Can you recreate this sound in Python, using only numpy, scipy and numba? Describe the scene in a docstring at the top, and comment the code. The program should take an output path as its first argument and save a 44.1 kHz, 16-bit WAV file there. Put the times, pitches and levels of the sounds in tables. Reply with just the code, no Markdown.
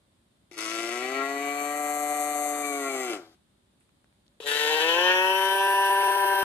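"""Moos in a farmyard

One moo of a cow is heard twice, the second time raised in pitch and resonances, and louder. Pulses and
turbulence from the vocal folds ring the resonances of the airway. Each moo starts behind closed lips,
opens from a slack, snapping rasp into a clear tone with a hiss on top and slackens again; a toneless
noisy tail fades after it. The held tone of the second skips by part of a cycle several times.
Fence and trees scatter the sound as dense echoes. Shaped noise makes the quiet air, and resonant
bursts of noise the few ticking twigs."""
import sys
import numpy as np
from scipy import signal
from scipy.fft import rfft, irfft, next_fast_len
from scipy.io import wavfile
from scipy.ndimage import uniform_filter1d
from numba import njit

SR = 44100
rng = np.random.default_rng(int(sys.argv[2]) if len(sys.argv) > 2 else 0)


def log_audio(samples):
    """Write samples as a 16-bit WAV file to the path given in sys.argv[1]."""
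    # one column per channel
    frames = np.atleast_2d(samples).T
    # limit to full scale, then quantise
    limited = np.clip(frames, -1, 1)
    pcm = np.round(limited * 32767).astype(np.int16)
    wavfile.write(sys.argv[1], SR, pcm)


N = 283987
TIME = np.arange(N) / SR


def from_db(db):
    """Decibels express the logarithm of an amplitude ratio; this gives the ratio."""
    return 10 ** (np.asarray(db) / 20)


def rms_one(x):
    """Normalization: the root mean square becomes 1."""
    return x / np.sqrt(np.mean(x ** 2) + 1e-20)


def in_time(rows, t):
    """Linear interpolation of the columns of a curve at times t."""
    s, *columns = np.transpose(rows)
    return [np.interp(t, s, c) for c in columns]


def at_hz(points, hz):
    """Interpolation of a spectrum on a logarithmic frequency axis."""
    f, value = np.transpose(points)
    return np.interp(np.log(hz + 1), np.log(f), value)


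def butter(x, hz, kind, order=2):
    """Causal filtering with a maximally flat (Butterworth) passband."""
    sections = signal.butter(order, np.minimum(hz, .45 * SR), kind, fs=SR, output="sos")
    return signal.sosfilt(sections, x + 1e-18)


@njit
def two_pole(drive, pull, damping):
    """Second-order feedback: a resonance whose tuning may change from sample to sample."""
    y = drive.copy()
    for i in range(2, len(y)):
        y[i] += pull[i] * y[i - 1] - damping * y[i - 2]
    return y


def resonate(x, hz, width_hz):
    """Resonance with a moving centre, passed twice for steep flanks; the gain at the peak is 1."""
    r = np.exp(-np.pi * width_hz / SR)
    pull = 2 * r * np.cos(2 * np.pi * hz / SR) * np.ones(len(x))
    for _ in range(2):
        two_back = np.pad(x, (2, 0))[:-2]
        x = two_pole((1 - r * r) / 2 * (x - two_back), pull, r * r)
    return x


def evened(x, size=1300):
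    """Level control: dividing by the short-time rms holds it at 1."""
    power = uniform_filter1d(uniform_filter1d(x * x, size), size)
    return x / np.sqrt(np.maximum(power, 0) + 1e-14)


def delayed(x, s):
    """Pure delay: the same sound s seconds later."""
    at = np.arange(len(x))
    return np.interp(at - s * SR, at, x, left=0)


def drift(cutoff_hz, size):
    """Low-passed noise wanders at random; its spread is 1."""
    return rms_one(butter(rng.standard_normal(size + SR), cutoff_hz, "low")[SR:])


# spectrum of the background air, relative: frequency_hz, level_db (per Hz)
AIR_SPECTRUM = [(15, -73), (25, -65), (49, -8.5), (119, -9.5), (221, -11), (378, -17), (482, -24.5),
                (582, -18.5), (631, -24), (1450, -29), (2630, -33), (3630, -28), (5880, -40.5), (9050, -32),
                (15500, -52.5)]
# correlation between left and right in the air: frequency_hz, likeness (no unit)
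AIR_LIKENESS = [(60, 0.96), (130, 0.91), (290, 0.69), (640, 0.16), (1410, -0.062), (3100, -0.047),
                (6820, -0.03), (15000, -0.03)]
AIR_DB = -68.5


def air():
    """Diffuse field: shaped noise, alike on both sides only in the bass."""
    hz = np.arange(N // 2 + 1) * SR / N
    mid, side = rfft(rng.standard_normal((2, N)))
    alike = np.clip(at_hz(AIR_LIKENESS, hz), -.9, .99)
    side = np.sqrt((1 - alike) / (1 + alike)) * side * [[1], [-1]]
    both = irfft(from_db(at_hz(AIR_SPECTRUM, hz)) * (mid + side), N)
    return from_db(AIR_DB) * both / np.std(both.mean(axis=0))


# twigs and dry leaves: start_s, peak_db, ring_hz, t60_s (decay by 60 dB of the burst)
TWIGS = [(0.309, -67, 900, .02), (3.80, -59, 9000, 0.34), (3.808, -60, 1390, 0.13),
         (3.892, -53, 950, 0.015), (4.044, -49.5, 720, 0.015), (4.127, -54, 1300, 0.012),
         (4.265, -57, 3540, 0.019), (4.28, -51, 3640, 0.0077)]


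def twigs(width_hz=2600):
    """Damped excitation: a decaying noise burst in a broad resonance gives a short crack or rustle."""
    out, t = np.zeros((2, N)), TIME[:SR // 4]
    for start_s, peak_db, ring_hz, t60_s in TWIGS:
        bursts = rng.standard_normal((2, len(t))) * from_db(-60 * t / t60_s)
        crack = np.array([resonate(burst, ring_hz, width_hz) for burst in bursts])
        at = round(start_s * SR)
        out[:, at:at + len(t)] += from_db(peak_db) * crack / np.abs(crack).max()
    return out


def echoes(x, t60, turns_per_s):
    """Dense reflections differ on each side and glide between two patterns as the animal moves."""
    t = TIME[TIME < min(t60, 1)]
    patterns = rng.standard_normal((2, 2, SR))[..., :len(t)] * from_db(-60 * t / t60)
    patterns /= np.sqrt(np.sum(patterns * patterns, axis=2, keepdims=True))
    angle = 2 * np.pi * turns_per_s * TIME
    shares = np.cos(angle), np.sin(angle)   # constant power
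    return sum(share * signal.oaconvolve(x, paths, axes=1)[:, :N]
               for share, paths in zip(shares, patterns))


# shading of the right side, strongest in the treble: frequency_hz, left_minus_right_db
SHADE = [(100, 3), (380, 3), (720, 4.5), (1000, 1), (1350, 4), (2400, 12), (4400, 1.5), (6500, 11),
         (8500, 15), (15000, 17.5)]
LEFT_SCATTER_HZ, RIGHT_SCATTER_HZ = 3400, 1300   # each side is scattered above this
SCATTER_T60_S, SCATTER_DB = .028, 2.5
TAIL_T60_S, TAIL_DB, TAIL_HZ = .24, -5, [1200, 8000]
DIRECT_HZ, RIGHT_LAG_S = 4500, .0001


def yard(x, snap):
    """Direct and scattered sound: vowel and snaps arrive straight, left first; treble is scattered.

    More is scattered on the shaded right; a short tail beats with gliding partials."""
    direct = butter(x, DIRECT_HZ, "low", order=1) + snap
    both = np.array([direct, delayed(direct, RIGHT_LAG_S)])
    treble = np.array([butter(x, hz, "high", order=3) for hz in (LEFT_SCATTER_HZ, RIGHT_SCATTER_HZ)])
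    both += from_db(SCATTER_DB) * echoes(treble, t60=SCATTER_T60_S, turns_per_s=0.3078)
    tail = butter(x, TAIL_HZ, "band", order=2)[None]
    both += from_db(TAIL_DB) * echoes(tail, t60=TAIL_T60_S, turns_per_s=.1)
    size = next_fast_len(N + SR // 8, True)
    hz = np.arange(size // 2 + 1) * SR / size
    sides = from_db(at_hz(SHADE, hz) * np.array([[.5], [-.5]]))
    sides /= np.sqrt(np.mean(sides ** 2, axis=0))
    return irfft(rfft(both, size) * sides, size)[:, :N]


RELEASE_AT_S = 2.634   # age at which the voice starts to die away
MOO_END_S = 3.36   # end of the tail on the clock of the first moo
END_FADE_S = 0.015   # length of the short fade that ends the tail; the tail also enters in this time
TAIL_NOISE_HZ, TAIL_NOISE_DB, TAIL_NOISE_FADE_DB_PER_S = (250, 2800), -55.5, 56   # before the call's gain


def tail_noise(age):
    """Exponential decay: a toneless, noisy tail fades after the tone drops."""
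    since = age - RELEASE_AT_S
    fade = from_db(TAIL_NOISE_DB - TAIL_NOISE_FADE_DB_PER_S * np.maximum(since, 0))
    level = np.clip(since / END_FADE_S, 0, 1) * fade
    return level * rms_one(butter(rng.standard_normal(len(age)), TAIL_NOISE_HZ, "band", order=1))


# unevenness of the folds, each as (taut, slack)
WAVER = (.001, .0045)   # spread of the beat rate, as a fraction
JITTER_S = (.000005, .00003)
SHIMMER_DB, LIMP_DB = 1.5, .8   # fully slack: spread of the pulse strength, and its strong-weak swing


def folds(pitch, slack):
    """Self-oscillation: each snap shut gives a pulse and a puff; slack folds beat unevenly, strong-weak."""
    n = len(pitch)
    waver = np.interp(slack, [0, 1], WAVER) * drift(29.6, size=n)
    cycles = np.cumsum(pitch * (1 + waver)) / SR
    at = np.interp(np.arange(int(cycles[-1])), cycles, np.arange(n))
    loose = slack[at.astype(int)]
    chance = rng.standard_normal((len(at), 2))
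    at = np.clip(at + SR * np.interp(loose, [0, 1], JITTER_S) * chance[:, 0], 0, n - 2)
    limp = LIMP_DB * (-1) ** np.arange(len(at))
    strength = from_db(loose * (SHIMMER_DB * chance[:, 1] + limp))
    # each pulse is shared between two samples, so it may fall between them
    whole, part = at.astype(int), at % 1
    pulses = np.bincount(whole, strength * (1 - part), n) + np.bincount(whole + 1, strength * part, n)
    puffs = rng.standard_normal(n) * np.exp(np.cos(2 * np.pi * cycles))
    return rms_one(pulses), rms_one(puffs)


# the nasal cavity as a side branch that swallows some partials: centre_hz, width_hz (before the ratio)
ANTIRESONANCES = [(905, 120), (1760, 12)]


def side_branch(x, ratio):
    """Antiresonance: a side branch cuts a notch at each of its own frequencies."""
    for hz, width_hz in ANTIRESONANCES:
        x = signal.lfilter(*signal.iirnotch(hz * ratio, hz / width_hz, fs=SR), x)
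    return x


# level of each part of the voice before the gain of the call:
# part: base_db, slack_extra_db, wide_mouth_extra_db, closed_lips_extra_db, trend_db_per_s
LEVELS = {"nose": (-33, -2, -5, -4, -0.12), "mouth": (-37.3, -4, 7.3, -10, -0.24),
          "bray": (-36.3, -4.5, -0.5, -22, -1.77), "rasp": (-32.8, -1.8, -4.5, -14, -2.2),
          "buzz": (-57, 2, 2, -18, -1), "hiss": (-53, -1, 4.5, -20, 2.5), "rush": (-53, 7, -7, -14, -5),
          "huff": (-51, 0, 1.5, -5, 1.5), "snap": (-44, 7.5, -11, -22, -1)}
# how each part enters and dies away: part: start_offset_db, settling_s, release_db_per_s
ENVELOPES = {"nose": (-9.5, 0.28, 162), "mouth": (-17, 0.34, 170), "bray": (-0.45, 0.12, 180),
             "rasp": (-4, 0.54, 530), "buzz": (2.2, 0.45, 510), "hiss": (6.6, 0.53, 450),
             "rush": (0.99, .6, 260), "huff": (-3.7, 0.29, 150), "snap": (-11.5, 0.2, 720)}
# one part swells or dips briefly, on the clock of the first moo: part, centre_s, half_length_s, gain_db
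SURGES = [("rasp", 1.21, .07, 3), ("bray", 1.215, .045, 6), ("mouth", 2.75, .04, 3),
          ("bray", 2.865, .04, 5), ("nose", 3.115, .04, 3), ("hiss", 1.22, .2, -4), ("hiss", 3.17, .1, -4)]
HUM_S, PARTING_S = 0.052, 0.016   # the lips stay closed, then part


def loudness_db(group, t, slack, wide):
    """Envelope: a hum, the lips part, the level settles, follows folds and mouth, and dies away."""
    base_db, slack_db, wide_db, closed_db, trend = LEVELS[group]
    start_db, settling_s, release = ENVELOPES[group]
    age = t - t[0]
    closed = np.clip(1 - (age - HUM_S) / PARTING_S, 0, 1)
    attack = closed_db * closed + start_db * np.clip(1 - age / settling_s, 0, 1)
    hold = base_db + slack_db * slack + wide_db * wide + trend * age
    surges = sum(db * np.exp(-((t - s) / half_s) ** 2) for name, s, half_s, db in SURGES if name == group)
    return attack + hold + surges - release * np.maximum(age - RELEASE_AT_S, 0)


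# course of a moo on the clock of the first one: time_s, pitch_hz (before the ratio of the call)
PITCH = [(0.52, 104.3), (0.59, 107.9), (0.89, 116.5), (1.14, 133.9), (1.21, 137.1), (1.43, 142.3),
         (1.77, 146.6), (2.27, 147.1), (2.59, 146), (2.8, 140.4), (3.02, 128.1), (3.07, 122), (3.13, 108),
         (3.22, 81.9)]
# resonances of the airway in six groups, before the ratio of the call:
# centre_hz, width_hz (of one pass), level_db, slack_extra_db, slack_shift_hz
NOSE = [(345.8, 32, -21, 32, 0.0079), (339.4, 146, 7, 1, 0.005)]
MOUTH = [(580, 20, -3.5, -1, -2), (720, 79, 2.5, -4.5, 2.5)]
BRAY = [(1156, 124, -0.5, -1, -11), (1346, 124, -2.5, 4.5, 13.5), (1548, 250, -14, 7, 5)]
RASP = [(1961, 91, 7, -4, 11), (2054, 67, 4.5, 0.5, 1), (2295, 106, 4.5, 0.5, -13.5),
        (2620, 196, -7, 10, -8), (2846, 158, -11.5, 13.5, 53), (3380, 220, -20, 15, 4),
        (3827, 280, -14.5, -15.5, 100), (4300, 310, -16.5, 0, 92)]
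BUZZ = [(2840, 250, -1, 3, 0), (3713, 240, -1, -0.5, 0), (4237, 350, 0, 0, 0)]
HISS = [(5040, 1400, -16, 15, -5), (6440, 310, 3.5, 1.5, -230), (7510, 600, 2.5, 4.5, 148),
        (8170, 480, 5, -1.5, 246.5), (9470, 450, 5, -1, -200), (11440, 400, 1, 0, -500),
        (12150, 860, -3.5, -3, 299)]
# turbulence that each group gets: level_db, slack_extra_db
NOSE_NOISE = (-20, 9)
MOUTH_NOISE = (-14, 2)
BRAY_NOISE = (-12.5, 1)
RASP_NOISE = (-9, -3)
BUZZ_NOISE = (-14, 6)
HISS_NOISE = (-12.5, 12)
TAUT_HZ, SLACK_RANGE_HZ = 141.45, 32.2   # folds are taut at this pitch, fully slack this far below it
# the mouth widens and narrows again; times from the start of the moo
WIDENS_AT_S, WIDENING_S, NARROW_AT_S, NARROWING_S = 0.55, 0.85, 2.296, 0.34
FLUTTER_DB, FLUTTER_PITCH = 1.67, 0.00505   # spread at flutter 1; that of pitch is a fraction
RESONANCE_WANDER = .015   # spread as a fraction, folds fully slack
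# bands of pulsed air with no tone and of the bare snap, before the ratio
RUSH_HZ, HUFF_HZ, SNAP_HZ = (3540, 6600), (500, 1300), (664, 3400)
SNAP_GAP_S, SECOND_SNAP_DB = .00298, -7   # each snap comes twice; the gap is divided by the ratio
LOWEST_HZ, HIGHEST_HZ = 210, 13100   # before the ratio


def moo(start, ratio, extra_hiss_db, extra_bray_db, flutter):
    """Source and filter: folds ring the airway while air rushes alongside; gives (voice, bare snaps).

    The ratio raises pitch and resonances alike."""
    first = CALL_ROWS[0][0]
    t = first + TIME[TIME < MOO_END_S - first]
    age = t - first
    pitch, = in_time(PITCH, t)
    slack = np.clip((TAUT_HZ - pitch) / SLACK_RANGE_HZ, 0, 1)
    widening = (age - WIDENS_AT_S) / WIDENING_S
    narrowing = (NARROW_AT_S - age) / NARROWING_S
    wide = np.clip(np.minimum(widening, narrowing), 0, 1)
    pitch = pitch * ratio * (1 + flutter * FLUTTER_PITCH * drift(73.3, size=len(t)))
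    level_db = {group: loudness_db(group, t, slack, wide) for group in LEVELS}
    pulses, puffs = folds(pitch, slack)
    pulses = side_branch(pulses, ratio)
    tuning = ratio * (1 + RESONANCE_WANDER * slack * drift(10.5, size=len(t)))

    def airway(modes, noise, gain_db):
        """Modal superposition: one group of resonances at a steady level, with a quick flutter."""
        noise_db, slack_noise_db = noise
        source = pulses + from_db(noise_db + slack_noise_db * slack) * puffs
        rings = 0
        for hz, width, db, extra_db, shift in modes:
            ring = resonate(source, (hz + shift * slack) * tuning, width * ratio)
            rings = rings + from_db(db + extra_db * slack) * ring
        return from_db(gain_db + flutter * FLUTTER_DB * drift(24.0, size=len(t))) * evened(rings)

    def pulsed_air(band_hz):
        """Band-passed turbulence: puffs with no tone."""
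        return rms_one(butter(puffs, np.multiply(band_hz, ratio), "band"))

    voice = from_db(level_db["nose"]) * airway(NOSE, NOSE_NOISE, gain_db=-0.13)
    voice += from_db(level_db["mouth"]) * airway(MOUTH, MOUTH_NOISE, gain_db=0.5)
    voice += from_db(level_db["bray"] + extra_bray_db) * airway(BRAY, BRAY_NOISE, gain_db=1.0)
    voice += from_db(level_db["rasp"]) * airway(RASP, RASP_NOISE, gain_db=-0.57)
    voice += from_db(level_db["buzz"] + extra_hiss_db) * airway(BUZZ, BUZZ_NOISE, gain_db=-1.0)
    voice += from_db(level_db["hiss"] + extra_hiss_db) * airway(HISS, HISS_NOISE, gain_db=2.5)
    voice += from_db(level_db["rush"] + extra_hiss_db) * pulsed_air(RUSH_HZ)
    voice += from_db(level_db["huff"]) * pulsed_air(HUFF_HZ)
    voice += tail_noise(age)
    snap = butter(pulses, np.multiply(SNAP_HZ, ratio), "band", order=2)
    snap = rms_one(snap + from_db(SECOND_SNAP_DB) * delayed(snap, SNAP_GAP_S / ratio))
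    snap = from_db(level_db["snap"]) * snap
    end_fade = np.clip((MOO_END_S - t) / END_FADE_S, 0, 1)
    call = np.array([voice, snap]) * end_fade
    # the fundamental hardly leaves the muzzle
    call = butter(call, LOWEST_HZ * ratio, "high", order=5)
    call = butter(call, HIGHEST_HZ * ratio, "low", order=24)
    return np.pad(call, [(0, 0), (round(start * SR), N)])[:, :N]


# skips in the held tone of the second moo: time_s, skip_s (positive is earlier)
SKIPS = [(5.675, -.00194), (5.74, .00209), (5.897, .00204), (6.03, -.00194), (6.077, .00209),
         (6.11, .00209), (6.165, -.00199), (6.25, .00199), (6.345, .00204)]
SKIP_FADE_S = .008   # length of each crossfade


def skipping(x):
    """Phase jump: the held tone of the second moo skips by part of a cycle, earlier or later."""
    for s, skip_s in SKIPS:
        after = np.clip((TIME - s) / SKIP_FADE_S + .5, 0, 1)
        x = (1 - after) * x + after * np.roll(x, -round(skip_s * SR), axis=-1)
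    return x


# the calls: start_s, ratio (of pitch and resonances), gain_db, hiss_db, bray_db, flutter (0 to 1)
CALL_ROWS = [(0.512, 1, -1, 3, -1, 0.6), (4.401, 1.336, 5.7, -3, 1.5, 0.7)]


def scene():
    """Superposition: one moo, heard twice in the yard, over the quiet background."""
    calls = sum(from_db(gain_db) * moo(start, ratio, *colour)
                for start, ratio, gain_db, *colour in CALL_ROWS)
    voice, snap = skipping(calls)
    return yard(voice, snap) + air() + twigs()


CUTOFF_HZ = 15450


def record(dry):
    """Band limiting: a steep elliptic low-pass cuts the top."""
    return signal.sosfilt(signal.ellip(10, .1, 80, CUTOFF_HZ, fs=SR, output="sos"), dry)


dry = scene()
out = record(dry)
log_audio(out)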